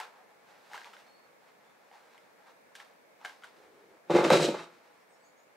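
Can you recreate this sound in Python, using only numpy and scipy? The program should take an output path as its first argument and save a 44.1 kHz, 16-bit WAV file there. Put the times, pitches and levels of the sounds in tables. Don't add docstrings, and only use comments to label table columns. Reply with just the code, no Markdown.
import sys
import numpy as np
from scipy import signal
from scipy.fft import rfft, irfft
from scipy.io import wavfile
from scipy.ndimage import uniform_filter1d

SR = 44100
rng = np.random.default_rng(int(sys.argv[2]) if len(sys.argv) > 2 else 0)


def log_audio(samples):
    frames = np.atleast_2d(samples).T
    limited = np.clip(frames, -1, 1)
    pcm = np.round(limited * 32767).astype(np.int16)
    wavfile.write(sys.argv[1], SR, pcm)


N = 245195

# loudest moment, swell time and fade time in seconds, then rasp level and hiss level in dB.
HAIR_SWELLS = [(0.0, .01, 0.078, -40.5, -49), (0.15, 0.26, 0.35, -59, -75), (0.49, 0.065, 0.38, -61, -68.5),
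               (0.69, 0.39, .1, -67.5, -69.5), (0.75, 0.076, 0.17, -50, -55),
               (0.86, 0.18, 0.15, -58, -61.5), (0.94, .02, 0.04, -54.5, -59), (0.97, .02, 0.18, -61, -64.5),
               (1.48, 0.13, 0.19, -67, -75), (1.93, 0.038, 0.36, -61.5, -69.5),
               (2.13, 0.63, 0.28, -63, -70), (2.475, 0.091, 0.16, -63.5, -71.5),
               (2.757, 0.011, 0.045, -63, -51), (2.8, 0.035, 0.16, -56, -61.5),
               (3.22, 0.073, 0.028, -59, -69), (3.255, 0.015, 0.014, -42, -49),
               (3.27, .02, .15, -54.5, -58), (3.447, 0.025, 0.065, -51, -56),
               (3.56, 0.19, 0.35, -69, -73.5), (4.85, 0.52, 0.45, -69, -75.5)]
# frequency in Hz, level in dB.
HAIR_TONE = [(180, -57), (300, -13.5), (461, -0.5), (581, -4.5), (808, 5), (1160, 0), (1620, -3),
             (1940, -7.5), (2930, -15.5), (15500, -47)]
# pitch in Hz, width in Hz, level in dB.
PADDLE_NOTES = [(852, 280, -1.5), (1190, 236, -18), (1660, 290, 5.5), (2146, 160, 16.5), (2620, 53, -14),
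                (3107, 450, 6), (4030, 170, -15), (5570, 55, -18)]
# start in seconds, level in dB, pitch in Hz, relative crack level in dB.
BRISTLE_SNAPS = [(0.001, -30.5, 870, -7), (0.715, -44, 865, -21), (0.734, -34.5, 1650, -29),
                 (0.744, -33.5, 980, -35), (0.756, -38.5, 1430, -26), (0.778, -36, 1580, -29),
                 (0.816, -42, 1650, -16), (0.845, -42, 2340, -27), (0.871, -42.5, 940, -27),
                 (0.935, -42.5, 1330, -25), (0.967, -44, 1560, -28), (1.914, -47.5, 785, -26),
                 (1.953, -52, 845, -23), (2.179, -49.5, 2160, -14), (2.753, -40, 1630, -6),
                 (2.763, -50, 1760, -25), (2.8, -39.5, 1730, -27), (3.214, -48.5, 870, -15),
                 (3.243, -50, 840, -11), (3.249, -29.5, 1630, -40), (3.259, -34, 1590, -29),
                 (3.296, -41, 1630, -27), (3.423, -50, 1350, -12), (3.436, -38.5, 1450, -19),
                 (3.443, -39, 1520, -29)]
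# start in seconds, level in dB, pitch in Hz, relative tick level in dB.
DESK_BUMPS = [(4.098, -16, 450, -24), (4.11, -17, 457, -22), (4.137, -17, 339, -13),
              (4.15, -9.5, 345, -21.5), (4.163, -15.5, 500, -22), (4.184, -15, 530, -18),
              (4.208, -16.5, 480, -22), (4.231, -19.5, 505, -10), (4.242, -30.5, 323, -0.5),
              (4.262, -18.5, 469, -15), (4.28, -22, 335, -11), (4.303, -11, 577, -2), (4.31, -17, 429, -17),
              (4.314, -16.5, 377, -18.5), (4.328, -24.5, 520, 6), (4.339, -17.5, 367, -8),
              (4.354, -19.5, 570, -8.5), (4.377, -19, 350, -12), (4.396, -20.5, 595, -23.5),
              (4.444, -21.5, 353, -26), (4.485, -21, 352, -13), (4.501, -28, 357, -24),
              (4.543, -27.5, 557, -19)]
# pitch in Hz, width in Hz, level in dB.
DESK_NOTES = [(160.4, 26, -5), (219, 59, -14), (346.7, 28.6, -2), (460, 38.7, -6.5), (495.6, 38, -2),
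              (597, 83, -8.5), (702, 40, -7.5), (870, 63, -3), (998, 100, -6), (1273, 420, -6),
              (1750, 63, -41), (2067, 82, -15), (2730, 190, -19.5), (3010, 200, -35), (3930, 240, -24.5)]
# loudest moment, swell time and fade time in seconds,
# then low rattle, high clatter and scrape levels in dB.
DESK_SHOVES = [(4.105, 0.0056, 0.38, -42, -35, -48), (4.163, 0.045, .12, -26.5, -28.5, -40.5),
               (4.243, 0.0081, 0.13, -25, -31.5, -36.5), (4.307, 0.0066, 0.034, -16.5, -24.5, -34.5),
               (4.332, .03, 0.081, -18, -25, -30), (4.405, 0.014, 0.17, -27, -36.5, -39),
               (4.43, 0.072, 0.084, -25.5, -47.5, -34.5), (4.49, 0.12, 0.062, -28.5, -49, -49),
               (4.55, 0.043, 0.053, -41.5, -44.5, -55), (4.6, 0.16, 0.085, -68, -46, -53.5)]
# frequency in Hz, level in dB.
SCRAPE_TONE = [(1290, -25), (2200, -5), (3200, -1), (3360, -9), (3800, 2.5), (4480, -4.5), (8130, -11.5),
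               (9730, -20), (13900, -32), (15500, -39)]
# start and length in seconds, first and last pitch in Hz, level in dB.
BIRD_CALLS = [(1.065, .12, 4210, 4360, -70.5), (1.198, 0.071, 4450, 4400, -78),
              (1.63, 0.09, 3490, 3540, -80), (1.635, .07, 7000, 7000, -85), (4.87, .03, 5500, 5530, -84),
              (4.983, 0.037, 6120, 6900, -88), (4.997, 0.032, 5550, 5470, -79),
              (5.09, 0.035, 8150, 8150, -76), (5.107, 0.049, 6000, 6800, -79),
              (5.125, .035, 5270, 5550, -76), (5.2, 0.045, 7900, 7800, -77), (5.226, .05, 4750, 4540, -76),
              (5.238, 0.046, 6000, 6800, -71), (5.366, 0.06, 5860, 6780, -72.5),
              (5.38, 0.032, 5200, 5250, -81.5)]
# frequency in Hz, level in dB.
HOUSE_TONE = [(18, -65), (30, -41), (182, -6.5), (379, -4), (480, 1.5), (657, -0.5), (748, -7), (853, -9.5),
              (1560, -13.5), (1730, -7.5), (1920, -11.5), (2190, -6.5), (2840, -19), (4430, -22.5),
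              (15500, -27.5)]
# frequency in Hz, level of the sides against the middle in dB.
HOUSE_WIDTH = [(60, 1.5), (110, -13.5), (200, 1.5), (380, -4), (700, 2), (1290, 6.5), (2380, -1.5),
               (4400, 3), (8120, -0.5), (15000, -10)]

RUSTLE_RASP_DB, RUSTLE_HISS_DB = -70.5, -84
UPPER_NOTES_DB, UPPER_DB_PER_OCTAVE = -4, 4
DRONE_FROM_S, DRONE_TO_S, DRONE_SWELL_S, DRONE_FADE_S = 3.6, 3.95, 0.15, 0.091
DRONE_HZ, DRONE_WIDTH_HZ, DRONE_DB, HOUSE_DB = 410, 110, -61.5, -62
ECHO_LOW_S, ECHO_HIGH_S = 0.22, 0.23
ECHO_DB, ECHO_SIDE_DB = -8.5, -1


def hair_rustle():
    slips = grains(3500, spread_db=3.0)
    sound = unit(colour(slips, HAIR_TONE)) + 0.074 * unit(ring(slips, PADDLE_NOTES))
    rasp = signal.sosfiltfilt(butter(2, 3200), sound)
    hiss = sound - rasp
    rasp = signal.sosfilt(butter(2, 450, "high"), rasp)
    grip = amp(2.27 * wander(40))
    rasp_gain, hiss_gain = np.hypot(surges(HAIR_SWELLS), amp([[RUSTLE_RASP_DB], [RUSTLE_HISS_DB]]))
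    return grip * (rasp_gain * unit(rasp) + hiss_gain * unit(hiss))


def bristle_snaps():
    out, t = np.zeros((2, N)), np.arange(2048) / SR
    for start, db, hz, crack_db in BRISTLE_SNAPS:
        pan_db = 0.5 + rng.standard_normal()
        tone = np.sin(2 * np.pi * hz * t) * np.sqrt(t) * np.exp(-t * hz / 2.57)
        kick = rng.standard_normal(len(t)) * t * np.exp(-t / 0.0002)
        body = ring(kick, favour(PADDLE_NOTES[:4], hz, db_per_octave=13))
        knock = peak(peak(tone) + 0.69 * peak(body))
        upper_db = UPPER_NOTES_DB + UPPER_DB_PER_OCTAVE * np.log2(hz / PADDLE_NOTES[2][0])
        upper = amp(upper_db) * peak(ring(kick, PADDLE_NOTES[4:]))
        noise = signal.sosfilt(butter(2, [4000, 10000], "band"), rng.standard_normal(len(t)))
        crack = amp(crack_db) * peak(noise * np.exp(-t / 0.0016))
        add(out, start, amp(db) * (knock + upper + crack) * amp([[pan_db / 2], [-pan_db / 2]]))
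    return out


def desk_bumps():
    out, t = np.zeros(N), np.arange(8192) / SR
    for start, db, hz, tick_db in DESK_BUMPS:
        push = signal.windows.hann(int(SR * .6 / hz)) * rng.choice([-1, 1])
        thud = ring(np.pad(push, (0, len(t) - len(push))), favour(DESK_NOTES, hz, db_per_octave=5))
        tick = ring(rng.standard_normal(len(t)) * np.exp(-t / 0.00093), DESK_NOTES[7:])
        add(out, start, amp(db) * (peak(thud) + amp(tick_db) * peak(tick)))
    return out


def desk_slide():
    taps = uniform_filter1d(grains(1200, spread_db=1.5), size=5)
    rattle = unit(ring(taps, favour(DESK_NOTES[:7], hz=350, db_per_octave=4.5)))
    clatter = unit(ring(taps, DESK_NOTES[7:]))
    scrape = unit(colour(grains(7000, spread_db=0.5), SCRAPE_TONE)) * amp(2.5 * wander(50))
    return np.sum(surges(DESK_SHOVES) * [rattle, clatter, scrape], axis=0)


def birds():
    out = np.zeros(N)
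    for start, length, first_hz, last_hz, db in BIRD_CALLS:
        t = np.arange(int(length * SR)) / SR
        glide = last_hz + (first_hz - last_hz) * np.exp(-t / 0.0072)
        warble = 100 * wander(240)[:len(t)]
        whistle = np.sin(2 * np.pi * np.cumsum(glide + warble) / SR)
        add(out, start, amp(db) * whistle * np.sin(np.pi * t / length) ** 0.12)
    return out


def house_murmur():
    middle = unit(colour(rng.standard_normal(N), HOUSE_TONE))
    side = colour(unit(colour(rng.standard_normal(N), HOUSE_TONE)), HOUSE_WIDTH)
    both = stereo(middle, side)
    low = signal.sosfiltfilt(butter(1, 1200), both)
    wavering = both - low + low * amp(0.5 * wander(11))
    return amp(HOUSE_DB) * unit(wavering * amp(0.62 * wander(1.4)))


def drone():
    t = np.arange(N) / SR
    before, after = (DRONE_FROM_S - t) / DRONE_SWELL_S, (t - DRONE_TO_S) / DRONE_FADE_S
    drop_db = 20 * np.maximum(0, np.maximum(before, after))
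    hum = unit(ring(rng.standard_normal(N), [(DRONE_HZ, DRONE_WIDTH_HZ, 0)]))
    return hum * amp(DRONE_DB - drop_db)


def room_echo(x):
    t = np.arange(SR // 2) / SR
    echoes = rng.standard_normal((2, len(t))) * (t > .004)
    low = signal.sosfilt(butter(1, 2000), echoes)
    tail = low * amp(-60 * t / ECHO_LOW_S) + (echoes - low) * amp(-60 * t / ECHO_HIGH_S)
    tail /= np.sqrt(np.sum(tail ** 2) / 2)
    middle, side = signal.fftconvolve(x[None], tail, axes=1)[:, :N]
    side = signal.sosfilt(butter(2, [700, 9500], "band"), side)
    return amp(ECHO_DB) * stereo(middle, amp(ECHO_SIDE_DB) * side)


def amp(db):
    return 10 ** (np.asarray(db, float) / 20)


def unit(x):
    return x / np.sqrt(np.mean(x ** 2))


def peak(x):
    return x / np.max(np.abs(x))


def add(track, start, sound):
    i = int(start * SR)
    track[..., i:i + sound.shape[-1]] += sound[..., :N - i]


def stereo(middle, side):
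    return middle + side * np.array([[1], [-1]])


def butter(order, hz, keep="low"):
    return signal.butter(order, hz, keep, fs=SR, output="sos")


def colour(x, tone):
    hz, db = np.transpose(tone)
    bins = np.maximum(np.arange(N // 2 + 1) * SR / N, 1)
    return irfft(rfft(x) * amp(np.interp(np.log(bins), np.log(hz), db)), N)


def ring(x, notes):
    return sum((-1) ** k * amp(db) * signal.lfilter(*signal.iirpeak(hz, hz / width, SR), x)
               for k, (hz, width, db) in enumerate(notes))


def favour(notes, hz, db_per_octave):
    return [(f, width, db - db_per_octave * abs(np.log2(f / hz))) for f, width, db in notes]


def wander(rate):
    hold = int(SR / rate)
    steps = np.repeat(rng.standard_normal(N // hold + 1), hold)
    return uniform_filter1d(uniform_filter1d(steps, hold), hold)[:N]


def grains(rate, spread_db):
    hit = rng.random(N) < rate / SR
    size = np.minimum(rng.exponential(size=N), 3)
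    return unit(hit * rng.choice([-1, 1], N) * amp(spread_db * size))


def surge(loudest_s, swell_s, fade_s):
    t = np.arange(N) / SR - loudest_s
    return amp(-20 * np.where(t < 0, -t / swell_s, t / fade_s))


def surges(rows):
    return np.sqrt(sum((amp(levels)[:, None] * surge(loudest_s, swell_s, fade_s)) ** 2
                       for loudest_s, swell_s, fade_s, *levels in rows))


def scene():
    near = bristle_snaps() + hair_rustle() + desk_bumps() + desk_slide()
    near = signal.sosfilt(butter(3, 125, "high"), near)
    calls = birds()
    echo = room_echo(near.mean(axis=0) + 2.4 * calls)
    return near + calls + echo + house_murmur() + drone()


def record(dry):
    top_hz = 15700
    return signal.sosfilt(signal.ellip(10, .2, 60, top_hz, fs=SR, output="sos"), dry)


dry = scene()
out = record(dry)
log_audio(out)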